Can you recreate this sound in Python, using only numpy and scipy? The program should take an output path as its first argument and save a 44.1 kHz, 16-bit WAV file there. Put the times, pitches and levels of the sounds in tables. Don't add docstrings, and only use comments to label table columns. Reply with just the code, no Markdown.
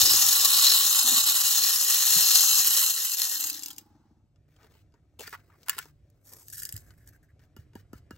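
import sys
import numpy as np
from scipy import signal
from scipy.fft import rfft, irfft, next_fast_len
from scipy.io import wavfile
from scipy.ndimage import uniform_filter1d

SR = 44100
rng = np.random.default_rng(int(sys.argv[2]) if len(sys.argv) > 2 else 0)


def boost(x):
    u = np.asarray(x, float) / 20
    return 10 ** u


def dump(signal):
    limited = np.clip(np.atleast_2d(signal).T, -1, 1)
    pcm = np.round(limited * 32767).astype(np.int16)
    wavfile.write(sys.argv[1], SR, pcm)


N = 360297


def rms_one(x):
    return x / np.sqrt(np.mean(x ** 2) + 1e-20)


def peak_one(x):
    return x / abs(x).max()


def in_time(rows):
    s, *columns = np.transpose(rows)
    return [np.interp(np.arange(N) / SR, s, c) for c in columns]


def at_hz(points, hz):
    f, *columns = np.transpose(points)
    return [np.interp(np.log(hz + 1), np.log(f), c) for c in columns]


def drift(rate_hz):
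    r = np.exp(-40 * np.pi * rate_hz / SR)
    slow = signal.lfilter([1], [1, -2 * r, r * r], rng.standard_normal(N // 20 + 3002))[3000:]
    return np.interp(np.arange(N) / 20, np.arange(len(slow)), rms_one(slow))


def coloured_noise(points):
    size = next_fast_len(N)
    gain = boost(at_hz(points, np.fft.rfftfreq(size, 1 / SR))[0])
    return rms_one(irfft(rfft(rng.standard_normal(size)) * gain, size)[:N])


def band(x, low_hz, high_hz):
    return rms_one(signal.sosfilt(signal.butter(4, [low_hz, high_hz], "band", fs=SR, output="sos"), x))


def ring(hz, t60_s, length):
    t = np.arange(length) / SR
    return np.sin(2 * np.pi * hz * t) * boost(-60 * t / t60_s)


def resonate(x, hz, width_hz):
    r = np.exp(-np.pi * width_hz / SR)
    feedback = [1, -2 * r * np.cos(2 * np.pi * hz / SR), r * r]
    return signal.lfilter([(1 - r * r) / 2, 0, (r * r - 1) / 2], feedback, x)


def resonate_twice(x, hz, width_hz):
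    return rms_one(resonate(resonate(x, hz, width_hz), hz, width_hz))


def humps(rows, width_s):
    out, reach = np.zeros(N), round(3 * width_s * SR)
    for s, db in rows:
        near = np.arange(max(round(s * SR) - reach, 0), round(s * SR) + reach)
        out[near] += db * np.exp(-((near / SR - s) / width_s) ** 2)
    return out


# pitch_hz, level_db (per Hz)
MURMUR = [(12, -46.5), (20, -21), (75, -9), (159, -16.5), (200, -28), (285, -24.5), (555, -38),
          (631, -46.5), (2400, -49), (3200, -52.5), (7800, -56.5), (9000, -60.5), (12800, -61.5),
          (14500, -78.5), (19800, -120)]
# pitch_hz, width_hz, level_db
HUM = [(99.15, 1.5, -3), (147, 3.5, -10.5), (118.2, 4.5, -17.5), (62, 9, -15.5), (302, 10, -23.5),
       (583, 1.5, -27), (695, 1.5, -31.5), (737.5, 1.5, -34)]
# start_s, level_db
ROOM_LEVEL = [(0.0, -61.5), (2.05, -65), (3.0, -75), (3.77, -66.5), (4.21, -62.5), (6.1, -60),
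              (6.24, -65.5), (6.6, -57.5), (8.17, -60)]


def room_tone():
    white = rng.standard_normal(N)
    hum = sum(boost(db) * resonate_twice(white, hz, width) for hz, width, db in HUM)
    t = np.arange(N) / SR
    shudder_t60_s = 0.62
    shudder = sum((t > s) * boost(db - 20.5 - 60 * abs(t - s) / shudder_t60_s) for s, db, *_ in all_bumps())
    level = boost(in_time(ROOM_LEVEL)[0] - 1.5 + drift(3.0)) + shudder
    return level * np.array([coloured_noise(MURMUR) + hum, boost(-15.5) * coloured_noise(MURMUR)])


# start_s, length_s, level_db, pitch_hz, width_hz
DRAGS = [
    (0, 0.15, -47, 283, 394),
    (1.028, 0.16, -50, 254, 71),
    (5.189, 0.022, -48.5, 474, 400),
    (6.31, 0.083, -68.5, 452, 300),
]
# start_s, length_s,
# bright_db, ringing_db, pitch_hz
SCRAPES = [(3.55, .024, -47, -60, 3500), (3.625, 0.0057, -55, -49, 3500), (3.632, 0.0041, -46, -58, 3600),
           (3.645, 0.0085, -47, -60, 3500), (3.668, 0.0062, -41, -61, 3500),
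           (3.702, 0.0042, -46, -47, 3400), (4.476, 0.19, -77, -78, 1900), (4.62, 0.054, -75, -76, 1900),
           (4.687, 0.13, -71, -73.5, 2040), (4.583, 0.057, -87, -68.5, 1180),
           (4.934, 0.055, -98, -79, 1300), (5.189, 0.02, -48, -53, 2400), (5.211, 0.011, -47, -54, 1820),
           (5.23, 0.045, -52, -52.5, 1550), (5.266, 0.0091, -49, -53, 1888), (5.3, 0.019, -55, -68, 1718),
           (5.324, 0.024, -52.5, -43, 1140), (5.367, 0.042, -78, -71, 1500), (5.495, 0.057, -96, -64, 990),
           (5.663, 0.02, -62, -55.5, 1210), (5.692, 0.06, -52, -51, 1580),
           (5.767, 0.061, -52.5, -53.5, 1680), (5.826, 0.071, -66.5, -69, 1294),
           (6.232, 0.18, -58.5, -76, 1010), (6.305, 0.12, -84, -67, 760), (7.395, 0.058, -73, -72.5, 1476)]
# start_s, length_s, bright_db, ringing_db
RUNS = [(6.524, 0.021, -42.5, -56.5), (6.567, 0.03, -41.5, -58), (6.616, 0.014, -44, -53),
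        (6.642, 0.034, -55, -64), (6.677, 0.11, -62, -72), (6.75, 0.021, -62, -62), (6.808, 0.13, -97, -72),
        (6.974, 0.07, -75, -75), (7.06, 0.036, -63, -69), (7.123, 0.037, -69, -65),
        (7.226, 0.021, -73, -70), (7.283, 0.022, -83, -71)]


def all_slides():
    drags = [(s, length, -80, db, hz, width) for s, length, db, hz, width in DRAGS]
    scrapes = [(*row, 0.9 * row[-1]) for row in SCRAPES]
    runs = [(*row, 1680, 360) for row in RUNS]
    # pitch_hz, width_hz, ringing_db
    loose_bits = [(1520, 710, -73), (2970, 72, -81), (4670, 260, -83)]
    shakes = [(s, 0.055, -77, db, hz, width) for s, *_ in PALM_TAPS for hz, width, db in loose_bits]
    return drags + scrapes + runs + shakes


# start_s, level_db
HANDLING = [(3.55, -78), (3.83, -80.5), (4.27, -99.5), (4.54, -83), (4.68, -67.5), (4.91, -91), (5.23, -85),
            (5.38, -77), (5.75, -69), (5.93, -97), (6.28, -77), (6.42, -71), (6.55, -85.5), (6.82, -72),
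            (7.05, -82), (7.37, -84), (8.17, -78)]
# peak_s, level_db, swell_db_per_s, fade_db_per_s
TRICKLES = [
    (3.55, -50, 904, 251),
    (3.731, -45.5, 57, 400),
    (3.79, -51, 892, 202),
    (5.75, -57, 52.5, 136),
    (6.53, -46, 96.5, 112),
    (6.8, -55, 63, 99),
]
# pitch_hz, level_db (per Hz)
RUB = [(500, -34.5), (1500, -14.5), (2500, -14), (4000, -6.5), (5000, -5), (9000, -10), (13000, -6.5),
       (16000, -5)]
# pitch_hz, level_db (per Hz)
RICE = [(2000, -28), (3200, -14), (4300, -11), (5000, -5), (7000, -2.5), (9000, -3.5), (13000, 1.5),
        (16000, -5.5)]


def rustle():
    skin_db, = in_time(HANDLING)
    white, t = rng.standard_normal(N), np.arange(N) / SR
    rice_falls = (t > 6.2) & (t < 7.35)
    scrape = np.where(rice_falls, coloured_noise(RICE), coloured_noise(RUB))
    rice = sum(boost(db - np.where(t < s, swell * (s - t), fade * (t - s))) for s, db, swell, fade in TRICKLES)
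    bright = boost(skin_db - 31) * scrape
    hollow = boost(skin_db - 5.5) * band(white, 1010, 2400)
    dull = boost(-76 + 0.55 * (skin_db - skin_db.mean())) * band(white, 204, 693)
    out = boost(-6.0) * rice * scrape + (bright + hollow + dull) * (t > HANDLING[0][0])
    for s, length, db, ring_db, hz, width in all_slides():
        part = slice(round(s * SR), min(round((s + length + 0.087) * SR), N))
        since = t[part] - s
        rise = np.minimum(since / max(.004, length ** 2), 1)
        fade = boost(-900 * np.maximum(since - length, 0))
        ringing = resonate_twice(white[part], hz, width)
        out[part] += rise * fade * (boost(db) * scrape[part] + boost(ring_db) * ringing)
    return out * boost(3 * drift(150) + 1.2 * drift(25))


# start_s, level_db (peak), pitch_hz, t60_s
BUMPS = [
    (0.028, -29.5, 103.9, 0.029),
    (0.111, -37.5, 147, 0.045),
    (1.12, -43.5, 228, 0.13),
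    (2.16, -38, 169.5, 0.09),
    (2.676, -49, 330.6, 0.069),
    (6.737, -35, 103.5, 0.11),
]


def all_bumps():
    return BUMPS + [(s + 0.022, db, 101.7, 0.067) for s, *_, db in PALM_TAPS]


# start_s, level_db (peak), pitch_hz, t60_s
RINGS = [(3.6325, -34, 7550, 0.024), (3.7035, -38, 3260, .025), (5.1942, -36, 2980, .01),
         (5.272, -42, 4700, 0.027), (5.7495, -52, 4970, .02), (7.565, -69, 2930, .12),
         (7.752, -66, 2920, 0.099), (7.754, -48, 930, .05), (7.754, -50, 790, 0.048), (7.07, -74, 925, .08),
         (7.932, -69, 2950, 0.08), (8.109, -66, 2853, 0.16), (8.108, -46.5, 1340, .045)]


def bumps():
    out, t = np.zeros(N + 9000), np.arange(9000) / SR
    for s, db, hz, t60 in all_bumps() + RINGS:
        at = round(s * SR)
        swell = 1 - np.exp(-t / min(0.0031, 2 / hz))
        out[at:at + 9000] += boost(db + 6.5) * ring(hz, max(t60, .005), 9000) * swell
    return out[:N]


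# pitch_hz, level_db
PLASTIC = [(2900, -0.5), (3300, -8.5), (4900, -2), (5900, -13.5), (7100, -2.5), (8200, -25), (10200, 2.5),
           (12000, 0.5), (15200, -14.5)]
# pitch_hz, level_db
KNOCK = [(290, -4), (420, 5.5), (620, -5.5), (900, -0.5)]


def detuned_rings(modes, t60_s):
    return sum(boost(db + rng.normal(0, 1.8)) * ring(hz * rng.normal(1, 0.024), t60_s, 4000) for hz, db in modes)


def taps(rows, hollow, t60_s, edge_hz, top_hz=17000):
    out, t = np.zeros(N + 4000), np.arange(4000) / SR
    treble = signal.butter(2, [edge_hz, top_hz], "band", fs=SR, output="sos")
    for s, db, hollow_db, knock_db in rows:
        crack = 0.99 * rng.standard_normal(4000) * (boost(-60 * t / t60_s) + 4.8 * boost(-60 * t / 0.0024))
        walls = detuned_rings(PLASTIC, .7 * t60_s)
        cup = detuned_rings(hollow, 1.8 * t60_s)
        base = detuned_rings(KNOCK, 2.2 * t60_s)
        bright = signal.sosfilt(treble, (walls + crack) * np.minimum(t / 0.00026, 1))
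        soft = boost(hollow_db) * peak_one(cup) + boost(knock_db) * peak_one(base)
        at = round(s * SR)
        out[at:at + 4000] += boost(db) * (peak_one(bright) + soft * np.minimum(t / 0.00079, 1))
    return out[:N]


# start_s, level_db (peak), knock_db (re peak)
TOUCHES = [(4.3596, -61, -18), (4.564, -53, -16), (4.631, -50, -5), (4.6445, -49, -1), (4.751, -60, 8),
           (4.94, -56.5, 4), (6.906, -44, -12.5), (7.3938, -55, -8), (7.437, -60, -10), (7.7337, -54.5, 0),
           (8.162, -51.5, -11), (4.481, -68, -20), (4.922, -64, -20), (7.983, -53, -13.5)]
# pitch_hz, level_db
PALM = [(950, 1), (1250, 6), (1450, 10), (1680, 2.5), (2950, -13)]


def finger_touches():
    rows = [(s, db, -6, knock_db) for s, db, knock_db in TOUCHES]
    return taps(rows, PALM, t60_s=0.029, edge_hz=1270, top_hz=7300)


# start_s, pitch_ratio (re usual), ring_db (re click), push_db, thud_db
PALM_TAPS = [
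    (7.565, 0.99, -6, -43, -40.5),
    (7.7537, 1.1, -6, -35.5, -48),
    (7.9315, 1.02, 1.5, -34, -42),
    (8.108, 1.01, 4.5, -37, -42),
]


def palm_clicks():
    out = np.zeros(N)
    for s, pitch, ring_db, *_ in PALM_TAPS:
        modes = [(hz * pitch, db) for hz, db in PALM]
        out += taps([(s, -39.5, ring_db, -14)], modes, t60_s=0.032, edge_hz=2300)
    return out


def palm_pushes():
    out, t = np.zeros(N + 4000), np.arange(4000) / SR
    hz = 167.5 + (390 - 167.5) * np.exp(-t / 0.00336)
    push = np.sin(2 * np.pi * np.cumsum(hz) / SR) * boost(-60 * t / 0.0256) * np.minimum(t / 0.0013, 1)
    for s, *_, push_db, _ in PALM_TAPS:
        at = round((s + 0.0015) * SR)
        out[at:at + 4000] += boost(push_db + 6.0) * push
    return out[:N]


# start_s, level_db (peak)
POUR = [(5.294, -34), (6.101, -54), (6.325, -36), (6.335, -30), (6.397, -48), (6.429, -44), (6.483, -27),
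        (6.5007, -28), (6.529, -32), (6.535, -29), (6.557, -28), (6.58, -28), (6.59, -30), (6.6004, -22.5),
        (6.6203, -25), (6.6328, -15.5), (6.6524, -19), (6.691, -20), (6.7247, -20.5), (6.741, -35),
        (6.8211, -48), (6.7645, -23), (6.777, -33), (7.06, -56), (7.0748, -33.5), (7.09, -40)]
# pitch_hz, level_db
TRAY = [(1650, -13), (1780, 18)]


def poured_grains():
    return taps([(*row, -28, -39) for row in POUR], TRAY, t60_s=0.018, edge_hz=5350)


# pitch_hz, level_db
HOLLOW = [(1050, 12), (1400, 17), (1750, 17), (2200, -13)]
# start_s, level_db (peak), hollow_db (re peak), knock_db (re peak)
TWIST = [(5.1946, -30.5, -26, -8), (5.207, -25, -24, -12), (5.277, -28, -2, -12), (5.3276, -33.5, 6, -6.5),
         (5.6318, -38, -30, -33), (5.662, -41, -19.5, -31), (5.6842, -15, -8, -36),
         (5.6952, -6, -10.5, -37), (5.7032, -28.5, -1, -27), (5.7297, -33, 2, -29.5),
         (5.7494, -39, -17, -16), (5.7672, -34.5, -16, -5.5), (5.7712, -41.5, -25, -28),
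         (5.7782, -36, -20, -29), (5.7822, -17, -4.5, -27), (5.788, -16.5, -8, -23), (5.7953, -35, 9, -13),
         (5.8554, -41, -5, -1)]


def snapping_catches():
    return taps(TWIST, HOLLOW, t60_s=0.015, edge_hz=1450)


# start_s, level_db (peak), hollow_db (re peak)
LAST_GRAINS = [(3.442, -19, -42), (3.47, -13, -42), (3.499, -13.5, -51), (3.53, -24, -31),
               (3.593, -23, -32), (3.6233, -23.5, -39), (3.6341, -20, -42), (3.66, -20, -40),
               (3.683, -25, -25), (3.7048, -26, -17.5), (3.711, -32, -37), (3.731, -29, -38),
               (3.763, -37, -38), (3.782, -22, -40.5)]


def last_grains():
    return taps([(*row, -42) for row in LAST_GRAINS], HOLLOW, t60_s=0.037, edge_hz=4000)


# pitch_hz, level_db (per Hz)
BEARING = [(400, -22), (720, -7), (830, 7), (960, -4), (1400, -8), (2500, -21), (6000, -18), (9000, -30)]


def rotor():
    t = np.arange(N) / SR
    power_cut_s, full_turns_per_s, brake_turns_per_s2 = 3.389, 32.9, 22
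    per_s = np.maximum(full_turns_per_s - brake_turns_per_s2 * np.maximum(t - power_cut_s, 0), 1)
    speed = per_s / full_turns_per_s
    hz = 285 + 0.48 * per_s
    stall = boost(-50 * np.maximum(t - 4.11, 0))
    heard = np.clip((t - 3.22) / 0.22, 0, 1) ** 2 * stall
    turn = (np.cumsum(per_s) / SR - power_cut_s * full_turns_per_s) % 1
    since = turn / per_s
    swell = (since / 0.0053) * np.exp(1 - since / 0.0052)
    low_part = 2.5 * (1 - speed) * np.sin(1.56 * np.pi * hz * since)
    throb = swell * (np.sin(2 * np.pi * hz * since) + low_part)
    throb *= speed ** 1.5 * boost(-50 + 1.3 * drift(30))
    hiss = boost(-59.5) * speed ** 2.34 * (0.7 + 0.21 * swell) * coloured_noise(BEARING)
    return heard * (throb + hiss)


# start_s, level_db (peak)
STRAYS = [(0.2895, -8.5), (0.45, -6), (0.6436, -5.5), (0.788, -5.5), (0.8664, -7.5), (0.909, -7.5),
          (1.031, -10.5), (1.0689, -7.5), (1.0963, -7.0), (1.2357, -15), (1.4695, -12.5), (1.7924, -12.5),
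          (1.8122, -11.0), (1.8446, -9), (1.909, -9), (2.6728, -4), (3.0525, -14.5), (3.1705, -19.5),
          (3.214, -25), (3.2969, -12), (3.3262, -15), (3.4082, -16.5)]


def stray_grains():
    return taps([(s, db - 1.5, -30, -45) for s, db in STRAYS], HOLLOW, t60_s=0.018, edge_hz=7900)


# pitch_hz, width_hz, level_db
SHELL = [(1130, 93, -15.5), (1292, 91, -19), (1852, 110, -16.5), (2776, 130, -10.5), (3688, 110, -3.5),
         (4030, 200, 0.5), (4208, 180, -5), (5093, 130, 1), (5524, 150, -2.5), (6210, 180, -4),
         (6643, 390, -3.5), (7310, 530, -4.5), (9845, 210, -1.5), (11000, 870, -7.5), (15720, 310, -8.5)]
# middle_s, half_width_s, pitch_hz, level_db
SWELLS = [(0.207, 0.065, 4200, -1), (.05, 0.088, 4100, 2.5), (0.69, 0.046, 5100, 6), (0.76, .14, 3800, 5),
          (0.67, 0.15, 4250, 8.5), (1.1, .1, 7100, 3.5), (0.062, .1, 4900, 3), (0.23, 0.066, 4000, -4.5),
          (0.57, .05, 3400, 0.5), (2, 0.077, 3800, 2.5), (1.6, 0.048, 3200, 4), (2.25, .25, 4250, 5),
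          (1.8, .12, 4100, -3), (2, .12, 8000, 0.5), (3.5, .15, 5700, 2.5), (2.05, 0.38, 7800, 1),
          (0.48, 0.2, 1150, 4.5), (1.08, 0.12, 710, 7), (.1, .06, 5100, 8), (1.6, 0.084, 4300, 6.5),
          (1.1, .08, 5100, -9.5), (2.05, .12, 5100, -5), (2.35, 0.066, 5200, 2.5), (2.9, .3, 5050, -3.5),
          (2.4, .6, 3650, -3), (2.75, 0.22, 4100, 2.5), (2.9, .3, 2900, 1), (2.3, .25, 7800, -3.5),
          (2.55, .15, 8100, 2.5), (.8, .1, 15600, 9.5), (1.55, .12, 15600, 6.5), (1.1, .1, 15600, -6.5),
          (2.7, 0.47, 1130, -1), (3.4, 0.17, 1800, 2.5)]


def shell_rattle(hits_per_s, clump_db):
    hits = np.flatnonzero(rng.random(N) < hits_per_s * boost(clump_db) / SR)
    sizes = boost(2.67 * np.minimum(rng.exponential(1, len(hits)), 4.1))
    rattle = np.zeros(N)
    for hz, width, db in SHELL:
        clicks = np.full(N, 1e-18)
        clicks[hits] = sizes * rng.standard_normal(len(hits))
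        modes_db = np.zeros(N)
        for s, half, f, swell_db in SWELLS:
            if abs(hz / f - 1) < .15:
                modes_db += humps([(s, swell_db)], half) * np.exp(-(np.log(hz / f) / 0.067) ** 2)
        wander_db = 1.1 * drift(7.02)
        rattle += boost(db + modes_db + wander_db) * resonate(clicks, hz, width)
    return rms_one(rattle / np.sqrt(hits_per_s))


# start_s, level_db, grip (0 loose, 1 full, up to 1.2; how firmly the hand damps the shell)
WHIRL = [(0.0, -22, 0.24), (0.42, -23.5, 0.16), (0.65, -22, 0.16), (0.91, -25, 0.27), (1.1, -24, 0.01),
         (1.42, -24, 0.16), (1.8, -25.5, 0.55), (2.3, -22.5, 0.51), (2.905, -25, 0.67), (2.93, -30.5, 0.85),
         (3.09, -30.5, 0.9), (3.27, -31.5, 0.76), (3.44, -35, 1.1), (3.502, -37, 1.2), (3.512, -43, 1.1),
         (3.575, -43.5, 1.1), (3.59, -52, 0.9), (3.62, -50, 1)]
# start_s, hits_per_s
HITS_PER_S = [
    (0, 2654),
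    (2.8, 2464),
    (3.1, 1200),
    (3.62, 720),
]
# pitch_hz, level_db (per Hz)
HISS = [(300, -20), (600, -16), (820, -21), (2300, -28.5), (2600, -15), (3000, -7), (4500, -19),
        (7500, -4.5), (8400, -15.5), (10000, -2), (12500, -5.5), (13200, -11), (16000, -7.5)]
# low_hz, high_hz, level_db (loose), grip_db (change at full grip),
# resists (share of the level swing it resists)
SHELL_PARTS = [(710.7, 1500, -17, -7.5, 0.1), (1500, 2100, -23, 2, 0.22), (3500, 4554, -3, -7.5, 0.32),
               (10220, 15040, -15, 11, .05)]
# middle_s, level_db (above the whirl)
CLUMPS = [(0.016, 5), (0.109, 4.5), (0.224, 3.5), (0.289, 5), (0.425, 1.1), (0.454, 4), (0.604, -1.5),
          (0.641, -0.5), (0.992, 6.5), (1.069, 1), (1.183, 3), (1.291, 3), (1.365, 2.5), (1.472, 0.5),
          (1.508, 2), (1.54, -0.5), (1.632, 0.5), (1.701, 2), (1.908, 2.5), (1.945, 1.5), (1.998, -2.2),
          (2.133, 2), (2.209, 3.5), (2.313, 2), (2.357, 5.5), (2.441, 2), (2.59, 3.5), (2.673, 5),
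          (2.773, 3.5), (2.833, 1.5), (2.877, -4), (3.053, 5.5), (3.196, 5.5), (3.218, 5), (3.243, 3.5),
          (3.316, 2.5), (3.408, 3), (3.443, 5.5), (3.473, 0.5), (3.497, 3)]
# middle_s, level_db (re the whirl)
LULLS = [(0.154, -0.5), (0.486, -2.5), (1.049, -2), (1.228, -7), (1.252, -5.5), (1.337, -4.5),
         (1.431, -4.5), (1.599, -3), (1.779, -5), (1.861, -3.5), (1.889, -0.5), (2.046, -3), (2.421, -1.5),
         (2.637, -3.5), (2.727, -2.5), (2.924, -2), (3.161, -8), (3.384, -0.5)]


def whirl():
    treble_db, grip = in_time(WHIRL)
    clump_db = 1.39 * (.3 * drift(11) + .8 * drift(60))
    both = shell_rattle(in_time(HITS_PER_S)[0], clump_db) + boost(clump_db) * coloured_noise(HISS)
    sound = boost(3.5) * band(both, 4930, 17500)
    sound += boost(-13.0) * band(both, 2348, 3293)
    sound += boost(-36.5) * band(both, 150, 490)
    for low, high, db, grip_db, resists in SHELL_PARTS:
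        sound += boost(db + grip_db * grip + resists * (-23 - treble_db)) * band(both, low, high)
    running = np.arange(N) < WHIRL[-1][0] * SR
    bunching_db = 0.93 * humps(CLUMPS, 0.0063) + 1.03 * humps(LULLS, 0.0099)
    return running * boost(treble_db + bunching_db) * sound


# pitch_hz, reflected_db, left_minus_right_db, right_leads_rad
PORTS = [(60.47, -22.5, -2.5, 0.1), (200, -13, 0.5, 0.24), (498.5, -5, 1.5, -0.33), (1040, -9, 0, 0.77),
         (2177, -3, 3.5, -0.85), (2760, -4.5, 2, -1), (4050, -4, 3, -1.01), (4830, -5, 5.5, -1.56),
         (6600, 1, 2, 0.085), (7600, 2.5, 2.5, 0.2), (8040, -16, 0, 0.028)]


def ports(x):
    size = next_fast_len(N + 8000)
    hz = np.fft.rfftfreq(size, 1 / SR)
    wet_db, pan_db, lead = at_hz(PORTS, hz)
    turn = 2 * np.pi * np.maximum(hz - 8542, 0) / 3453
    lead = lead + turn - 0.011 * np.sin(2 * turn)
    tails = rng.standard_normal((2, 2, 8000)) * boost(-60 * np.arange(8000) / SR / 0.048)
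    tails = rfft(tails / np.sqrt(np.sum(tails ** 2, axis=2, keepdims=True)), size)
    tails = tails / np.sqrt(uniform_filter1d(abs(tails) ** 2, size=1500))
    place = 2.2 * drift(2.72)
    wet = tails[0] * rfft(x * np.cos(place), size) + tails[1] * rfft(x * np.sin(place), size)
    side = np.array([[-.5], [.5]])
    direct = np.exp(1j * side * lead) * rfft(x, size)
    both = (direct + boost(wet_db) * wet) / np.sqrt(1 + boost(wet_db) ** 2)
    return irfft(both * boost(-side * pan_db), size)[:, :N]


def scene():
    room, diffuse = room_tone()
    hands = rustle() + bumps() + finger_touches() + palm_clicks() + palm_pushes()
    grains = poured_grains() + last_grains() + stray_grains()
    machine = snapping_catches() + rotor() + whirl()
    return ports(room + hands + grains + machine) + diffuse * [[1], [-1]]


# pitch_hz, gap_db
DROP_GAP = [(300, 18), (1000, 14), (2300, 9), (3000, 11), (7600, 14), (8000, 6.1), (16000, 3)]


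def joint_stereo(x):
    hz, _, z = signal.stft([x[0] + x[1], x[0] - x[1]], SR, nperseg=2048, noverlap=1024)
    power = np.add.reduceat(abs(z) ** 2, np.arange(0, 1025, 16), axis=1) + 1e-20
    wavering_db = uniform_filter1d(rng.normal(0, 6, power[0].shape), size=3, axis=1)
    gap_db = 10 * np.log10(power[0] / power[1]) + wavering_db
    limit_db = at_hz(DROP_GAP, hz[::16, None])[0]
    z = z * np.repeat([gap_db > -limit_db, gap_db < limit_db], 16, axis=1)[:, :1025]
    mid, side = signal.istft(z, SR, nperseg=2048, noverlap=1024)[1][:, :N]
    return np.array([mid + side, mid - side]) / 2


def top_cut(x):
    return signal.sosfilt(signal.butter(12, 17130, fs=SR, output="sos"), x)


def record(dry):
    cut = signal.sosfilt(signal.butter(2, 39.54, "high", fs=SR, output="sos"), dry)
    cut = signal.sosfilt(signal.ellip(12, .5, 70, 15850, fs=SR, output="sos"), cut)
    return top_cut(joint_stereo(cut))


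dry = scene()
out = record(dry)
dump(out)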